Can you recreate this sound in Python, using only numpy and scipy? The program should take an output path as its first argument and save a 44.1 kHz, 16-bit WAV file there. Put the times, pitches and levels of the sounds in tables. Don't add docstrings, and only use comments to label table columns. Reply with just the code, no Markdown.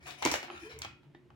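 import sys
import numpy as np
from scipy import signal
from scipy.fft import rfft, irfft, next_fast_len
from scipy.io import wavfile
from scipy.ndimage import map_coordinates

SR = 44100
rng = np.random.default_rng(int(sys.argv[2]) if len(sys.argv) > 2 else 0)


def unload_wav(signal):
    wavfile.write(
        sys.argv[1],
        SR,
        np.round(np.clip(np.atleast_2d(signal).T, -1, 1) * 32767).astype(np.int16),
    )


N = 59535
LAG_S = 0.000227


def amp(db):
    return 10 ** (np.asarray(db) / 20)


def unit(x):
    return x / np.sqrt(np.mean(x ** 2) + 1e-20)


def along(points, hz):
    point_hz, values = np.transpose(points)
    return np.interp(np.log(hz + 1), np.log(point_hz + 1), values)


def filtered(x, response):
    m = next_fast_len(x.shape[-1] + 8192)
    spectrum = rfft(x, m) * response(np.fft.rfftfreq(m, 1 / SR))
    return irfft(spectrum, m)[..., :x.shape[-1]]


def causal(gain):
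    cepstrum = irfft(np.log(np.maximum(gain, 1e-6)))
    half = len(cepstrum) // 2
    cepstrum[1:half] *= 2
    cepstrum[half + 1:] = 0
    return np.exp(rfft(cepstrum))


def add(out, s, x):
    i = max(0, round(s * SR))
    out[:, i:i + x.shape[1]] += x[:, :N - i]


def pair(x, spread):
    return (x[0] + spread * x[1:]) / np.sqrt(1 + spread ** 2)


def from_left(x):
    delays_s = np.array([[0], [LAG_S]])
    return filtered(x, lambda hz: np.exp(-2j * np.pi * hz * delays_s))


def swell(start, length, rise, fall):
    t = np.arange(N) / SR - start
    return (1 - np.exp(-np.maximum(t, 0) / rise)) * np.exp(-np.maximum(t - length, 0) / fall)


def wobble(x):
    return map_coordinates(rng.standard_normal(1024), [x], mode="wrap")


def in_room(x, wet_db):
    # frequency in Hz, time to fall 60 dB in seconds
    room_t60 = [(150, 0.4), (600, 0.26), (2500, 0.39), (6000, 0.25), (14000, 0.23)]
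    build_s = 0.0031
    hz, t, z = signal.stft(rng.standard_normal((3, SR * 2 // 3)), SR, nperseg=256)
    z = pair(z, hz[:, None] / 900) * amp(-60 * t / along(room_t60, hz)[:, None])
    tail = signal.istft(z, SR, nperseg=256)[1]
    tail = tail * (1 - np.exp(-np.arange(tail.shape[1]) / SR / build_s))
    tail = tail / np.linalg.norm(tail[0])
    wet = amp(wet_db) * signal.fftconvolve(x, tail, axes=1)
    wet[:, :x.shape[1]] += x
    return wet


def ring(modes, bright_db=0):
    t = np.arange(SR // 3) / SR
    x = np.zeros(len(t))
    for hz, db, t60 in modes:
        tilt_db = bright_db * np.log2(hz / modes[0][0])
        x += amp(db + tilt_db - 60 * t / t60) * np.sin(2 * np.pi * hz * t)
    return np.array([x, x]) * (1 - np.exp(-t / 0.0015))


def snaps():
    # start in seconds, level in dB in each of six bands, left-right difference in dB,
    # room level in dB
    snap_rows = [(.0673, -35, -20, -26.5, -43, -28.5, -41.5, 15, 10),
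                 (.1085, -19, -24.5, -24.5, -22.5, -31.5, -43.5, 17.5, 1.5),
                 (.2215, -12.5, 5, -36, -26, -42, -44.5, 0.5, 6),
                 (0.2245, -8.5, -2, -8.5, -12, -14, -28.5, 10.5, -12.5),
                 (.2288, -3, -18.5, 3.5, -11, -19, -37.5, 6, 2.5),
                 (.2512, 12, -8, 10, -2.5, 7.5, -18, 0.5, -4.5),
                 (.2594, 8.5, 2, 1, -0.5, -10, -18, 2.5, -2.5),
                 (.2625, -3, 1, -4.5, -7.5, -24, -35, -8.5, -1.5),
                 (.2735, -3, 9, -5.5, -18, -24, -24, -0.5, -4.5),
                 (.3148, 0.5, 3.5, -6.5, -1.5, 1, -24, -1, 0.5),
                 (.3192, -7.5, -25, -6, -27, -17.5, -20.5, 15, 1.5),
                 (0.34, 4, 9, 5, -3, -0.5, -30, 0, -5.5),
                 (.4295, -15, -12.5, -10.5, -16.5, -24, -35, 1.5, 2),
                 (.4818, -38, -14, -15, -42, -60, -59, -8, 2.5),
                 (.5011, -15, -12, -18, -28, -54, -50, -2, -9),
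                 (.7893, -23, -29, -30, -31, -14.5, -24.5, 0.5, -9),
                 (.8191, -26.5, -9.5, -8.5, -4.5, -8, -31, -3, -6),
                 (.8480, -34, -2, -8.5, -15, -19, -42, 2.5, -12.5)]
    tap_rows = [(1.032, -40, -31, -38.5, -44, -57.5, -62.5, -1.5, 4),
                (1.149, -28, -21.5, -26, -37, -48, -70, 0, -4.5),
                (1.3039, -39, -20.5, -32, -45, -51, -71, 3.5, -4)]
    band_hz = [380, 850, 2200, 4400, 6700, 11000]
    bass_db, air_db = -38.5, 2.5
    rise_s, decay_s, spread = 0.00013, 0.0017, 1
    pre_s, lead_s, lead_db = 0.004, 0.0008, -12
    out, t = np.zeros((2, N)), np.arange(SR // 20) / SR
    after = np.maximum(t - pre_s, 0)
    shape = (1 - np.exp(-after / rise_s)) * np.exp(-after / decay_s)
    shape += amp(lead_db) * np.exp(-np.abs(t - pre_s) / lead_s)
    for s, *bands, pan_db, wet_db in snap_rows + tap_rows:
        spectra = rfft(pair(rng.standard_normal((3, len(t))), spread) * shape)
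        evening = [causal(1 / np.sqrt(np.abs(side) + 1e-6)) for side in spectra]
        volley = irfft(spectra * evening)
        volley = volley / np.linalg.norm(volley, axis=1, keepdims=True)
        colour = [(60, bands[0] + bass_db), *zip(band_hz, bands), (16000, bands[-1] + air_db)]
        snap = from_left(filtered(volley, lambda hz: causal(amp(along(colour, hz)))))
        add(out, s - pre_s, in_room(snap * amp([[pan_db / 2], [-pan_db / 2]]), wet_db))
    return out


def crinkle():
    # start in seconds, length in seconds, level in dB, brightness in dB per octave,
    # pocket resonance in Hz, its lift in dB
    bout_rows = [(.0, 0.031, -63.5, 1, 1840, 9), (0.023, 0.12, -57, 3, 2940, -20),
                 (0.055, 0.054, -46, 2.5, 705.4, 17), (0.174, 0.065, -50.5, 4.5, 690, 14.5),
                 (0.229, 0.025, -46, 6.5, 580, 19), (0.246, 0.043, -37, -0.5, 900, 2),
                 (0.282, 0.027, -39.5, 3.5, 545, 6.5), (0.334, 0.025, -35.5, 3.5, 565, 17.5),
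                 (0.353, 0.0067, -55, 4.5, 980, 16), (0.423, 0.017, -48, -9.5, 728, 17),
                 (0.497, 0.041, -50, -0.9, 670, 5), (0.54, 0.039, -48.5, 1.4, 1360, 17),
                 (0.59, 0.084, -53, 3.5, 1376, 12), (0.691, 0.042, -50, 1.7, 2600, -5.5),
                 (0.745, 0.08, -58.5, -0.5, 2180, 3.5), (0.817, .022, -46, 3.5, 3260, 8.5),
                 (0.841, 0.011, -43.5, -3, 2300, 11.5)]
    # frequency in Hz, relative level in dB
    film_colour = [(100, -27.5), (200, -7.5), (320, 6.5), (450, -1.5), (680, 2.5), (950, 2.5), (1550, -3),
                   (2500, 3.5), (3700, -8), (7000, -15.5), (8500, -32), (10000, -20), (13500, -51),
                   (15500, -23)]
    rise_s, fall_s, crackles_per_s, rub_db = 0.0069, 0.011, 730, -5.5
    pocket_width = 0.08
    fold_db, fold_spacing_hz = 5, 169.6
    out = np.zeros((2, N))
    for start, length, db, bright_db, pocket_hz, lift_db in bout_rows:
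        signs = rng.choice([-1, 1], (3, N))
        crackles = unit(signs * (rng.random((3, N)) < crackles_per_s / SR))
        grains = crackles + amp(rub_db) * rng.standard_normal((3, N))

        def colour(hz):
            pocket = lift_db / (1 + ((hz / pocket_hz - 1) / pocket_width) ** 2)
            folds = fold_db * wobble(hz / fold_spacing_hz) * np.minimum(hz / 2000, 1)
            tilt = bright_db * np.log2(hz / 2000 + 0.2)
            return causal(amp(along(film_colour, hz) + pocket + folds + tilt))

        sound = unit(filtered(pair(grains, spread=1.0), colour))
        out += amp(db) * swell(start, length, rise_s, fall_s) * sound
    return in_room(from_left(out) * amp([[1.1], [-1.1]]), wet_db=-4.5)[:, :N]


def knocks():
    # start in seconds, level in dB
    thump_rows = [(0.2521, -29), (0.2602, -23), (0.3185, -33.5)]
    # frequency in Hz, level in dB, time to fall 60 dB in seconds
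    floor_modes = [(146.4, -20, 0.23), (270, -9, 0.072), (307.7, -2, 0.11), (331, -2.5, 0.062),
                   (591, -14, .12), (905, -2, 0.042), (964, -1, 0.056)]
    # start in seconds, level in dB, brightness in dB per octave
    nudge_rows = [(1.1466, -49, 0)]
    nudge_modes = [(343, 3, 0.084), (803, -5.5, 0.035), (1210, -30, 0.049), (1792, -2.5, 0.058),
                   (1940, -9, 0.078), (3273, -19, 0.095), (3670, -19.5, 0.15)]
    out = np.zeros((2, N))
    for s, db in thump_rows:
        add(out, s, amp(db) * ring(floor_modes))
    for s, db, bright_db in nudge_rows:
        add(out, s, amp(db) * ring(nudge_modes, bright_db))
    return in_room(out * amp([[-1.8], [1.8]]), wet_db=-11.5)[:, :N]


def treats():
    # start in seconds, level in dB, brightness in dB per octave
    knock_rows = [(.4292, -35, -12), (.5008, -31.5, 6), (.8476, -31.5, 3), (1.3028, -48, 4)]
    # frequency in Hz, level in dB, time to fall 60 dB in seconds
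    hollow_modes = [(794, -2.5, 0.026), (1128, -2, 0.018), (1297, -2.5, 0.016), (2570, -12, 0.013),
                    (3010, -12.5, 0.014)]
    out = np.zeros((2, N))
    for s, db, bright_db in knock_rows:
        add(out, s, amp(db) * ring(hollow_modes, bright_db))
    return in_room(out, wet_db=-6)[:, :N]


def thin_ring():
    # start in seconds, level in dB
    ring_rows = [(0.826, -50.5)]
    # frequency in Hz, level in dB, time to fall 60 dB in seconds
    thin_modes = [(1333, -7.5, 0.58), (1400, -7, 0.52), (2260, -3.5, 0.3), (2340, -1.5, 0.21),
                  (2840, -12.5, 0.4), (3260, -11.5, 0.48), (3436, -6.5, 0.21), (4880, -7, 0.26),
                  (5340, -13.5, 0.38)]
    out = np.zeros((2, N))
    for s, db in ring_rows:
        add(out, s, amp(db) * ring(thin_modes))
    return out


def faint_tones():
    # start in seconds, length in seconds, first and last frequency in Hz, level in dB
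    tone_rows = [(0.454, 0.078, 340, 364.4, -56), (0.591, 0.045, 358, 335, -54.5),
                 (0.631, 0.069, 403.4, 469, -55), (0.739, 0.029, 458, 438, -53)]
    waver_share, waver_db, waver_per_s = 0.0206, 6, 45
    out, t = np.zeros(N), np.arange(N) / SR
    for start, length, from_hz, to_hz, db in tone_rows:
        glide_hz = np.interp(t, [start, start + length], [from_hz, to_hz])
        hz = glide_hz * (1 + waver_share * wobble(t * waver_per_s))
        level = amp(db + waver_db * wobble(t * waver_per_s))
        level = level * swell(start, length, rise=0.0072, fall=0.0052)
        out += level * unit(np.sin(2 * np.pi * np.cumsum(hz) / SR))
    return in_room(np.array([out, out]), wet_db=-8)[:, :N]


def noise(spectrum, spread):
    white = pair(rng.standard_normal((3, N)), spread)
    return unit(filtered(white, lambda hz: amp(along(spectrum, hz))))


def narrow(hz, width_hz):
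    white = pair(rng.standard_normal((3, N)), spread=0.36)
    return unit(filtered(white, lambda f: 1 / (1 + ((f - hz) / width_hz) ** 2)))


def background():
    # frequency in Hz, level in dB, width in Hz
    hum_rows = [(140.1, -67, 14), (358.3, -69, 13)]
    # start in seconds, length in seconds, level in dB
    swell_rows = [(0.025, 0.06, -60.5), (1.039, 0.049, -56)]
    # start in seconds, length in seconds, level in dB
    bump_rows = [(0.01, 0.098, -61), (0.171, 0.067, -66.5), (0.251, 0.1, -51.5), (0.534, 0.144, -61),
                 (0.716, 0.11, -53.5), (0.856, 0.069, -55), (1.287, 0.052, -60)]
    # frequency in Hz, relative level in dB
    bump_colour = [(25, -40.5), (48, -25), (68, 10), (105, 1.5), (140, -0.5), (190, -26.5), (400, -50.5),
                   (1000, -80)]
    air_colour = [(15, -55), (25, -12.5), (149, -13), (301, -9.5), (373, -20.5), (659, -22), (775, -35),
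                  (840, -25.5), (1100, -30.5), (1890, -31), (3250, -36), (4030, -40.5), (16000, -58.5)]
    air = amp(-65) * noise(air_colour, spread=0.68)
    hum = sum(amp(db) * narrow(hz, width_hz) for hz, db, width_hz in hum_rows)
    low = unit(np.sin(2 * np.pi * hum_rows[0][0] * np.arange(N) / SR))
    for s, length, db in swell_rows:
        hum = hum + low * amp(db) * swell(s, length, rise=0.011, fall=0.017)
    push = sum(amp(db) * swell(s, length, rise=0.0081, fall=0.021) for s, length, db in bump_rows)
    bumps = push * noise(bump_colour, spread=0.16)
    return air + hum + bumps


def scene():
    packet = snaps() + crinkle() + knocks() + treats() + thin_ring()
    return packet + faint_tones() + background()


def record(dry):
    dry = signal.sosfilt(signal.butter(2, 55, "highpass", fs=SR, output="sos"), dry)
    return filtered(dry, lambda hz: 1 / np.sqrt(1 + (hz / 16100) ** 200))


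dry = scene()
out = record(dry)
unload_wav(out)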